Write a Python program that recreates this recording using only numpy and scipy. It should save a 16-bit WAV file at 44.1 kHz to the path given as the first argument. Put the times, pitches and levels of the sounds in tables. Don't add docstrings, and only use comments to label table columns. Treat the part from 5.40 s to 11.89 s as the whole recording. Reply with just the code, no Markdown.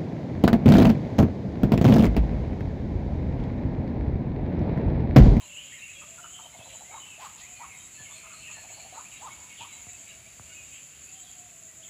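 import sys
import numpy as np
from scipy import signal
from scipy.fft import rfft, irfft
from scipy.io import wavfile
from scipy.ndimage import uniform_filter1d

SR = 44100
rng = np.random.default_rng(int(sys.argv[2]) if len(sys.argv) > 2 else 0)


def master(y):
    cut = np.clip(np.atleast_2d(y).T, -1, 1)
    pcm = np.round(cut * 32767)
    wavfile.write(sys.argv[1], SR, pcm.astype(np.int16))


def attenuation_scalar(level_db):
    decades = np.asarray(level_db, float) / 20
    return 10 ** decades


N = 286209
TIME = np.arange(N) / SR


def unit(x):
    return x / np.sqrt(np.mean(x ** 2) + 1e-30)


def walk(rate, count=N):
    hold = max(int(SR / rate), 1)
    steps = np.repeat(rng.standard_normal(count // hold + 1), hold)[:count]
    return unit(uniform_filter1d(steps, hold))


def curve(points):
    return np.interp(TIME, *np.transpose(points))


def colour(x, shape):
    hz, db = np.transpose(shape)
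    f = np.maximum(np.fft.rfftfreq(len(x), 1 / SR), 1)
    gain = attenuation_scalar(np.interp(np.log(f), np.log(hz), db, -200, -200))
    return unit(irfft(rfft(x) * gain, len(x)))


def ring(x, hz, width):
    b, a = signal.iirpeak(hz, hz / width, fs=SR)
    return signal.lfilter(b, a, signal.lfilter(b, a, x))


def clicks(rate, count, jitter, scatter_db):
    chance = rng.standard_normal((int(count * rate / SR * 2) + 4, 2))
    gaps = np.clip(1 + jitter * chance[:, 0], .5, 2) * SR / rate
    at = np.cumsum(gaps).astype(int) - int(SR / rate / 2)
    inside = (at < count) & (at >= 0)
    out = np.zeros(count)
    out[at[inside]] = attenuation_scalar(scatter_db * chance[inside, 1])
    return out


def add(out, s, x):
    i = max(int(s * SR), 0)
    out[i:i + len(x)] += x[:max(N - i, 0)]


def sing(notes, swell, rough, wobble, flutter=150., late=1, sharp=0.27):
    out = np.zeros(N)
    for s, length, a, b, c, db in notes:
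        u = np.linspace(0, 1, int(length * SR))
        v = u ** late
        hz = a * (1 - v) * (1 - 2 * v) + 4 * b * v * (1 - v) + c * v * (2 * v - 1)
        hz = hz + np.minimum(hz, 3000) * wobble * walk(flutter, len(u))
        shape = np.sin(np.pi * u ** swell) ** sharp * (1 + rough * walk(flutter, len(u)))
        add(out, s, attenuation_scalar(db) * shape * np.sin(2 * np.pi * np.cumsum(hz) / SR))
    return out


def glides(rows, half):
    return [(s, length, a, a + half * (c - a), c, db) for s, length, a, c, db in rows]


def level(rows):
    return [(s, length, hz, hz, hz, db) for s, length, hz, db in rows]


def burst(length, hz, width, rate, db, edge=0.14):
    count = int(length * SR)
    pulses = clicks(rate, count, .2, 2.2) + 0.04 * rng.standard_normal(count)
    breath = signal.windows.tukey(count, min(edge, 1)) * pulses
    return attenuation_scalar(db) * unit(ring(np.pad(breath, (0, 400)), hz, width))


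# pitch in Hz, level in dB.
AIR_SPECTRUM = [(20, -28), (45, 4), (109, -0.5), (474, -13.5), (594, -11.5), (658, -11), (841, -16.5),
                (1590, -13), (2540, -8.5), (3050, -11), (4410, -16.5), (5640, -19), (6000, -29),
                (7800, -31), (13200, -120)]
# pitch in Hz, level in dB.
HISS_SPECTRUM = [(4880, -16), (8300, -30), (8520, -4.5), (9220, 0), (9870, -3.5), (10800, 5), (11200, 0),
                 (11900, -10.5), (13700, -7), (15500, -5.5)]
# time in seconds, level change in dB.
BREEZE_LEVEL = [(0, 0), (3, .5), (4.2, .5), (5.5, -.5), (6.05, -.5), (6.25, -2.5), (6.49, -1)]


def air():
    low = colour(rng.standard_normal(N), AIR_SPECTRUM)
    wind = ring(low, 58, 89)
    low = low + wind * (attenuation_scalar(2.6 * walk(24)) - 1)
    hiss = colour(rng.standard_normal(N), HISS_SPECTRUM)
    low_db = -56 + curve(BREEZE_LEVEL) + 0.49 * walk(5.4)
    return attenuation_scalar(low_db) * low + attenuation_scalar(-63 + 0.19 * walk(5.2)) * hiss


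# start in seconds, gap in seconds, rise in dB.
THROB_BOUTS = [(.058, 0.098, 3.5), (.69, 0.11, 2.5), (1.269, .085, 2.5), (1.845, 0.095, 4),
               (2.451, 0.096, 3.5), (3.128, 0.0974, 4.5), (3.742, 0.1, 3.5), (4.345, 0.086, 2.5),
               (5.151, .1, 3), (5.645, 0.088, 4.5), (6.185, .096, 3)]
THROBS_PER_BOUT = [4, 4, 5, 4, 4, 4, 4, 5, 4, 5, 4]
# time in seconds, rise in dB.
STRAY_THROBS = [(2.385, 2.5), (2.855, 0), (2.935, 1.5), (3.048, 2.5), (3.57, 3), (3.64, 2), (4.22, 2),
                (5.8, 2)]


def throbs():
    rows = []
    for (s, gap, db), count in zip(THROB_BOUTS, THROBS_PER_BOUT):
        rows.append(np.linspace((s, db), (s + gap * (count - 1), db), count))
    return np.vstack(rows + [STRAY_THROBS])


# time in seconds, level in dB.
CICADA_LEVEL = [(0, -51.5), (1.0, -48.5), (1.15, -52.5), (1.5, -49), (1.75, -51), (2.6, -50), (4.2, -50),
                (4.6, -47.5), (4.8, -51.5), (5.3, -48), (5.56, -52.5), (6.49, -50.5)]
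# pitch in Hz, level in dB.
CICADA_SPECTRUM = [(3290, -73), (5600, -24.5), (5860, -15.5), (6720, 1.5), (7100, 5.5), (7750, 1),
                   (8370, -16.5), (8700, -16), (11300, -47), (19100, -120)]


def cicadas():
    ticks = sum(clicks(rate, N, 0.1, 5.5) for rate in (205.5, 216.6, 218.0, 275, 284.0, 337))
    gate = unit(uniform_filter1d(ticks, 60)) + 2.0
    song = colour(gate * rng.standard_normal(N), CICADA_SPECTRUM)
    rise = -0.02 + 0.4 * walk(12)
    for s, rise_db in throbs():
        add(rise, s - .045, rise_db * np.hanning(int(.09 * SR)))
    near = ring(song, 6920.0, 1600) * (attenuation_scalar(1.51 * rise + 1.3 * walk(35)) - 1)
    high = ring(song, 7725, 690) * (attenuation_scalar(1.66 * rise + 2.0 * walk(22)) - 1)
    overtone = unit(ring(gate * rng.standard_normal(N), 13300, 2000))
    overtone = attenuation_scalar(-25 + 1.5 * rise + 1.0 * walk(35)) * overtone
    return attenuation_scalar(curve(CICADA_LEVEL)) * (song + near + high + overtone)


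# pitch in Hz, width in Hz, level in dB, start in seconds, stop in seconds.
CRICKET_LINES = [
    (4590, 110, -71, 3.3, 6.0),
    (9040, 93, -76.5, -1.5, 7),
    (9400, 200, -76.5, -0.5, 7),
]
# start in seconds, level in dB.
CRICKET_PHRASES = [(.32, -67), (.64, -65), (.85, -68), (1.07, -71), (1.3, -67), (1.72, -71), (1.93, -71),
                   (2.12, -66), (2.31, -61.5), (2.55, -60), (2.8, -64), (3.06, -61.5), (3.31, -61.5),
                   (3.58, -62), (3.83, -61), (4.11, -64), (4.36, -64), (5.35, -64.5), (5.6, -64.5),
                   (5.83, -67)]


def crickets():
    out = np.zeros(N)
    for hz, width, db, start, stop in CRICKET_LINES:
        line = unit(ring(rng.standard_normal(N), hz, width))
        out += attenuation_scalar(db + 1.5 * walk(12)) * line * (TIME > start) * (TIME < stop)
    for s, db in CRICKET_PHRASES:
        hz = 10810 - 199 * (s < 1.6)
        note = (0.002, .19, hz, hz * 1.016, hz * 1.022, db + 4.5)
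        phrase = sing([note], swell=0.97, rough=0.11, wobble=0.0253, flutter=600.0)[:SR // 5]
        add(out, s, phrase * np.cos(np.pi * 112 * TIME[:SR // 5]) ** 2)
    return out


# time in seconds, level in dB, middle pitch in Hz.
FAR_BIRDS = [(0.0, -55.5, 2840), (0.43, -54, 2450), (0.74, -67, 2494), (0.89, -71.5, 3005),
             (2.19, -57, 2475), (2.35, -60, 2316), (3.03, -54.5, 2628), (4.03, -68, 2365),
             (4.28, -59.5, 2412), (4.75, -66, 2500), (5.4, -63.5, 2602), (5.9, -78, 2500),
             (6.49, -77, 2410)]


def chorus():
    s, db, hz = np.transpose(FAR_BIRDS)
    chance = rng.standard_normal((800, 4))
    start = rng.uniform(0, N / SR, len(chance))
    pitch = np.interp(start, s, hz) * np.exp(0.1115 * np.clip(chance[:, 0], -2, 2))
    bend = np.exp(0.061 * chance[:, 1])
    length = .02 * np.exp(.3 * chance[:, 2])
    note_db = np.interp(start, s, db) - 3.5 + 2.3 * chance[:, 3]
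    notes = zip(start, length, pitch / bend, pitch, pitch * bend, note_db)
    return sing(notes, swell=.8, rough=.4, wobble=.015)


# start in seconds, length in seconds, start, middle and end pitch in Hz, peak in dB.
DOVE_COOS = [(0, .33, 600, 570, 540, -65), (.56, .6, 560, 700, 670, -59), (1.16, .34, 680, 680, 740, -63),
             (3.2, .34, 640, 700, 740, -62), (1.15, .27, 583, 535, 510, -63),
             (1.92, .5, 670, 750, 715, -63), (2.6, .61, 662, 645, 620, -65.5),
             (4.3, .95, 720, 680, 640, -65), (5.68, .8, 745, 690, 625, -64)]


def dove():
    return attenuation_scalar(-2.5) * sing(DOVE_COOS, swell=.7, rough=.45, wobble=.03, flutter=55.)


# start in seconds, length in seconds, centre in Hz, width in Hz, level in dB.
HARSH_RASPS = [(.92, 0.072, 3000, 600, -63), (1.8, .08, 12500, 7000, -67), (3.027, 0.13, 2630, 700, -56),
               (0, 0.062, 990, 253, -61), (0, .04, 2850, 800, -58), (4.19, .06, 3250, 900, -59),
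               (.2, .15, 2950, 800, -58), (.47, .06, 2250, 600, -58), (2.7, .08, 3450, 500, -62),
               (3.75, .2, 3100, 1200, -62), (5.7, .28, 3300, 900, -66), (1.279, 0.082, 3000, 810, -56),
               (1.791, 0.083, 2440, 2800, -53.5), (1.976, 0.047, 3460, 2000, -56.5),
               (3.29, 0.024, 2500, 700, -57), (4.086, 0.056, 2660, 600, -55.5),
               (4.168, 0.075, 3200, 1000, -54), (3.72, .06, 2650, 700, -58), (4.479, 0.025, 2200, 800, -58)]
# start in seconds, length in seconds, level in dB.
BUZZ_RUN = [(2.147, 0.065, -65), (2.53, .09, -64), (2.724, .08, -60), (2.918, 0.13, -61), (3.105, .14, -61),
            (3.305, .145, -60), (3.493, .12, -69)]
# start in seconds, length in seconds, pitch in Hz, level in dB.
SLOW_TRILLS = [(4.665, 0.075, 2550, -58), (5.315, 0.086, 2630, -55.5)]


def rasps():
    out = np.zeros(N)
    harsh = [(s, length, hz, width, 320, db) for s, length, hz, width, db in HARSH_RASPS]
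    harsh += [(s, length, 4270, 300, 260, db) for s, length, db in BUZZ_RUN]
    harsh += [(s, length, hz, 680, 57, db) for s, length, hz, db in SLOW_TRILLS]
    for s, *voice in harsh:
        add(out, s, burst(*voice, edge=0.36))
    return out


# start in seconds, length in seconds, start and end pitch in Hz, peak in dB.
UPWARD_FLICKS = [
    (.322, .04, 1700, 2130, -46),
    (.022, .028, 3450, 4100, -56.5),
]
RISING_CHIRPS = [(1.125, .018, 3850, 4300, -60), (2.04, .05, 2100, 2660, -52),
                 (.15, 0.058, 2560, 3094, -43), (.17, 0.03, 2900, 3010, -45.5),
                 (.17, 0.046, 2310, 2740, -56), (.395, .03, 2450, 2700, -52),
                 (.418, .032, 2650, 2790, -40.5), (.9, .085, 2950, 3480, -56),
                 (.487, 0.036, 2435, 2770, -48), (1.24, .04, 3930, 4040, -55),
                 (2.26, 0.021, 2390, 2550, -58), (4.235, .035, 2440, 2800, -56.5),
                 (.94, 0.036, 2980, 3180, -45.5), (1.02, 0.033, 3490, 3880, -59),
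                 (1.2, .04, 3170, 3410, -58), (1.225, .03, 3350, 3750, -58),
                 (1.444, 0.076, 1944, 2167, -54), (2.008, 0.05, 1874, 2100, -52.5),
                 (2.7, 0.059, 3370, 3590, -59), (3.34, 0.04, 2585, 2900, -60), (3.512, .1, 4000, 3880, -61),
                 (3.652, 0.026, 2255, 2706, -49.5), (4.855, 0.024, 2250, 2460, -53.5),
                 (5.66, 0.079, 2520, 2716, -55.5), (6.426, .02, 2850, 3700, -50)]
FALLING_CHIRPS = [(1.288, 0.015, 3000, 2750, -53), (1.3, .025, 2400, 2350, -55),
                  (3.03, 0.034, 3190, 2500, -51), (.387, .018, 4100, 3600, -55),
                  (.53, .025, 3950, 3500, -61), (.365, .03, 2050, 1800, -53),
                  (.534, 0.045, 2700, 2340, -51), (.571, 0.058, 2760, 2500, -49),
                  (2.295, .04, 2750, 2300, -52), (1.19, 0.043, 2680, 2585, -54),
                  (1.507, 0.053, 2330, 2160, -51), (1.598, 0.058, 3030, 2960, -47),
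                  (1.689, 0.044, 3020, 2920, -54), (3.075, .034, 2650, 2500, -47),
                  (3.05, .06, 2900, 2650, -51), (.3, .045, 3300, 3150, -57),
                  (3.15, 0.049, 1850, 1700, -53.5), (4.19, .03, 3600, 3100, -53),
                  (4.69, .03, 3000, 2750, -53), (3.905, .036, 2200, 2220, -48),
                  (4.096, 0.044, 2240, 2183, -48.5), (5.1, .05, 2350, 2150, -59),
                  (4.285, 0.054, 2400, 2110, -51), (5.505, 0.042, 2850, 2700, -62),
                  (5.85, 0.037, 3650, 3250, -56.5)]
HOOKED_SWOOPS = [
    (3.716, .053, 3100, 2230, -49.5),
    (4.166, .072, 3750, 2430, -48.5),
    (4.18, .05, 3650, 2900, -55),
]


def chirps():
    notes = glides(RISING_CHIRPS, 0.565) + glides(FALLING_CHIRPS, 0.583) + glides(HOOKED_SWOOPS, .81)
    out = sing(notes, swell=.8, rough=.22, wobble=.012, flutter=260.)
    return out + sing(glides(UPWARD_FLICKS, .81), swell=.8, rough=.2, wobble=.008, late=.6)


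# start in seconds, length in seconds, pitch in Hz, peak in dB. # Level
LEVEL_WHISTLES = [(.092, 0.07, 2710, -49.5), (.105, 0.063, 2940, -52), (.935, 0.061, 2830, -57),
                  (1.655, 0.057, 2680, -51), (1.712, 0.032, 2620, -46.5), (1.757, .015, 2664, -50),
                  (5.205, .035, 2494, -57), (5.31, .04, 2520, -55), (.828, 0.036, 2940, -50.5),
                  (1.13, 0.027, 2166, -53.5), (2.15, .075, 2430, -53.5), (2.21, 0.033, 1940, -54),
                  (2.305, 0.069, 2144, -51.5), (2.63, 0.054, 2690, -58), (2.665, 0.042, 2170, -52),
                  (2.76, 0.033, 2400, -54), (2.83, .09, 2136, -60), (2.86, .05, 2650, -57),
                  (3.36, 0.08, 2900, -60), (4.02, 0.041, 2570, -65), (4.49, .085, 2600, -58),
                  (2.574, 0.049, 1724, -56), (3.021, 0.1, 2673, -50), (3.073, 0.041, 1880, -55.5),
                  (3.13, 0.03, 2710, -47), (4.716, 0.0094, 1650, -54), (5.093, 0.052, 2860, -51.5),
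                  (5.15, 0.073, 2860, -58), (5.1, 0.03, 1470, -62), (5.11, 0.026, 2230, -54),
                  (5.146, 0.062, 2537, -47.5), (6.478, .012, 2100, -55),
                  (1.04, .025, 3120, -47.5), (1.02, 0.017, 3100, -56), (1.172, .02, 3500, -58),
               (1.3, .012, 2000, -58), (1.272, .015, 2570, -59), (1.6, 0.012, 3500, -60),
               (1.8, .02, 2100, -58), (2.55, .03, 2650, -52), (3.287, .02, 2300, -51),
               (3.49, 0.023, 2150, -55), (3.4, 0.013, 2400, -49), (3.755, .015, 2750, -50.5),
               (4.483, 0.013, 2270, -52), (4.672, 0.011, 2250, -52), (4.705, .018, 2750, -51),
               (4.7, .02, 2600, -56), (4.73, .02, 2300, -57), (5.275, 0.014, 2720, -52),
               (5.35, .015, 2700, -52), (6, .11, 2620, -64), (5.33, 0.035, 3080, -57),
               (5.875, 0.021, 2520, -64), (6.445, .025, 2640, -59), (6.28, 0.034, 1970, -62)]
THIN_WHISTLES = [(.99, 0.031, 4260, -64), (.5, .03, 3960, -62), (4.87, 0.028, 3870, -61),
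                 (.55, .022, 3330, -54), (.578, .018, 3330, -57), (.615, .018, 3320, -59),
                 (.665, .025, 3300, -60), (5.12, .05, 3680, -64), (5.25, .06, 3720, -65),
                 (2.39, 0.037, 3110, -59), (4.28, 0.1, 3920, -60), (6.35, 0.065, 3820, -74),
                 (1.29, .17, 3970, -62), (1.522, .07, 3810, -57.5), (2.342, .11, 3780, -58),
                 (2.585, .05, 3350, -62), (2.72, .14, 8420, -57.5), (2.91, 0.14, 8140, -57),
                 (3.714, .12, 3840, -61), (3.86, .03, 3800, -60), (4.503, .02, 3875, -58),
                 (4.685, 0.027, 3870, -56), (5.75, .065, 3140, -61), (5.827, 0.021, 3850, -55)]


def whistles():
    out = sing(level(LEVEL_WHISTLES), swell=.7, rough=.3, wobble=.012, flutter=240.)
    return out + sing(level(THIN_WHISTLES), swell=.8, rough=.4, wobble=.011, flutter=200.)


# start in seconds, length in seconds, beak pitch in Hz, throat and beak level in dB.
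BEAK_CLUCKS = [(0.611, 0.032, 1226, -63, -55), (0.775, 0.033, 1370, -62, -52.5),
               (0.837, 0.027, 1334, -59.5, -49.5), (0.986, 0.025, 1190, -54.5, -56),
               (2.689, .04, 1170, -62.5, -62), (2.832, 0.048, 1270, -63, -56.5),
               (2.9, .051, 1270, -70, -54), (3.092, .035, 1180, -60, -61)]
# start in seconds, throat pitch in Hz, throat and beak level in dB.
LOW_RATTLE = [(1.04, 700, -57, -59.5), (1.135, 692, -56, -59), (1.186, 644, -54.5, -62),
              (1.25, 720, -57.5, -58.5), (1.33, 644, -56.5, -59), (1.406, 760, -54, -66),
              (2.599, 695, -63.5, -67), (3.166, 674, -58.5, -59), (3.232, 720, -56, -66),
              (3.299, 720, -56.5, -64), (3.37, 714, -56.5, -63), (3.445, 734, -54.5, -72)]


def clucks():
    out = np.zeros(N)
    calls = [(s, length, 944, hz, *db) for s, length, hz, *db in BEAK_CLUCKS]
    calls += [(s, 0.0292, hz, 923, *db) for s, hz, *db in LOW_RATTLE]
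    for s, length, throat_hz, beak_hz, throat_db, beak_db in calls:
        throat = burst(length, throat_hz, 220, 230.9, throat_db)
        beak = burst(length, beak_hz, 190, 230, beak_db)
        add(out, s, throat + beak)
    return out


def whoop(shape, db):
    s, hz, effort_db = np.transpose(shape)
    t = TIME[:int(s[-1] * SR)]
    hz = uniform_filter1d(np.interp(t, s, hz), 200) * (1 + .012 * walk(240., len(t)))
    loudness = attenuation_scalar(db + np.interp(t, s, effort_db) + 1.95 * walk(199.0, len(t)))
    return loudness * np.sin(2 * np.pi * np.cumsum(hz) / SR)


# start in seconds, whoop peak in dB, squeak level in dB.
WHOOP_CALLS = [(1.497, -37.5, -46), (1.779, -39, -44), (2.19, -39, -45), (3.525, -37.5, -46.5),
               (3.8, -38.5, -46), (4.194, -41, -48.5)]
# time after its start in seconds, pitch in Hz, level in dB from the peak.
WHOOP_BENDS = [
    [(0, 660, -12), (.008, 721, -12), (.044, 878, -14.5), (.055, 903, 1.5), (.063, 915, -11.5),
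     (.074, 910, -24)],
    [(0, 610, -18), (.01, 689, -13), (.035, 964, -8.5), (.047, 1045, -4), (.058, 1020, -1), (.069, 870, -3),
     (.08, 760, -14)],
    [(0, 697, -18), (.012, 868, -6.5), (.021, 958, 0), (.042, 954, -5), (.049, 890, -24)],
]
# delay in seconds, length in seconds.
SQUEAK_TIMES = [(.058, 0.0347), (.067, 0.0326), (.04, 0.0291)]
SQUEAK_PITCH = (1315, 1140, 940)
# delay and length in seconds, start, middle and end pitch in Hz,
# level in dB from the whoop.
SECOND_VOICE = (.022, .038, 1200, 1310, 1400, -20)


def whoops():
    squeaks = []
    for (s, _, db), (after, length) in zip(WHOOP_CALLS, 2 * SQUEAK_TIMES):
        squeaks.append((s + after, length, *SQUEAK_PITCH, db))
    out = sing(squeaks, swell=.9, rough=.45, wobble=.02, flutter=240., late=1.1, sharp=.5)
    for s, length, _, middle_hz, _, db in squeaks:
        add(out, s, burst(length, middle_hz, 410, 230, db - 8.0, edge=0.38))
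    for (s, db, _), shape in zip(WHOOP_CALLS, 2 * WHOOP_BENDS):
        add(out, s, whoop(shape, db))
        add(out, s, burst(shape[-1][0], 850, 730, 230, db - 17.0, edge=0.76))
    after, *upper, under_db = SECOND_VOICE
    second = [(s + after, *upper, db + under_db) for s, db, _ in WHOOP_CALLS[::3]]
    return out + sing(second, swell=1, rough=.4, wobble=.015)


# start in seconds, peak in dB, body pitch in Hz, tick level in dB.
CAMERA_KNOCKS = [
    (1.185, -44.5, 112, -70),
    (2.598, -48, 105, -74),
    (4.199, -47.5, 103, -73),
    (4.464, -44.5, 88.8, -71),
    (4.993, -43, 87, -60.5),
    (5.268, -51, 61.4, -91),
    (6.257, -64, 115, -91),
]


def knocks():
    out, t = np.zeros(N), TIME[:SR // 10]
    for s, db, hz, tick_db in CAMERA_KNOCKS:
        turn = 2 * np.pi * hz * (t + 0.01 * (1 - np.exp(-t / 0.0016)))
        body = np.sin(turn) * np.exp(-(t / 0.021) ** 2) * (1 - np.exp(-t / 0.0013))
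        tick = np.sin(2 * np.pi * 1100 * (t - .004)) * np.exp(-((t - .004) / 0.00059) ** 2)
        add(out, s, -attenuation_scalar(tick_db + 24.0) * tick)
        add(out, s + 0.00437, attenuation_scalar(db + 0.5) * body)
    return out


def echoes(x):
    t = TIME[:SR]
    near_t60_s, far_t60_s = 0.36, 1.86
    near = rng.standard_normal(SR) * attenuation_scalar(3.9 * walk(197.6, SR) - 60 * t / near_t60_s) * (t > .004)
    far = rng.standard_normal(SR) * attenuation_scalar(1.96 * walk(29.7, SR) - 60 * t / far_t60_s)
    far = far * np.minimum(t / 0.037, 1)
    tail = (attenuation_scalar(2) * unit(near) + attenuation_scalar(-3) * unit(far)) / np.sqrt(SR)
    return signal.fftconvolve(x, tail)[:N]


def scene():
    far, coo = chorus(), dove()
    small = rasps() + chirps() + whistles()
    large = clucks() + whoops()
    shake = unit(1 + .6 * walk(400))
    wet = shake * (.36 * large + .55 * small) + .6 * coo + far
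    birds = large + small + coo + .4 * far + echoes(wet)
    return (birds + cicadas() + crickets() + knocks() + air())[None]


def top_cut(x):
    return signal.sosfilt(signal.butter(12, 15690, fs=SR, output="sos"), x)


def record(dry):
    port = signal.butter(3, 70, "high", fs=SR, output="sos")
    return top_cut(signal.sosfilt(port, dry))


dry = scene()
out = record(dry)
master(out)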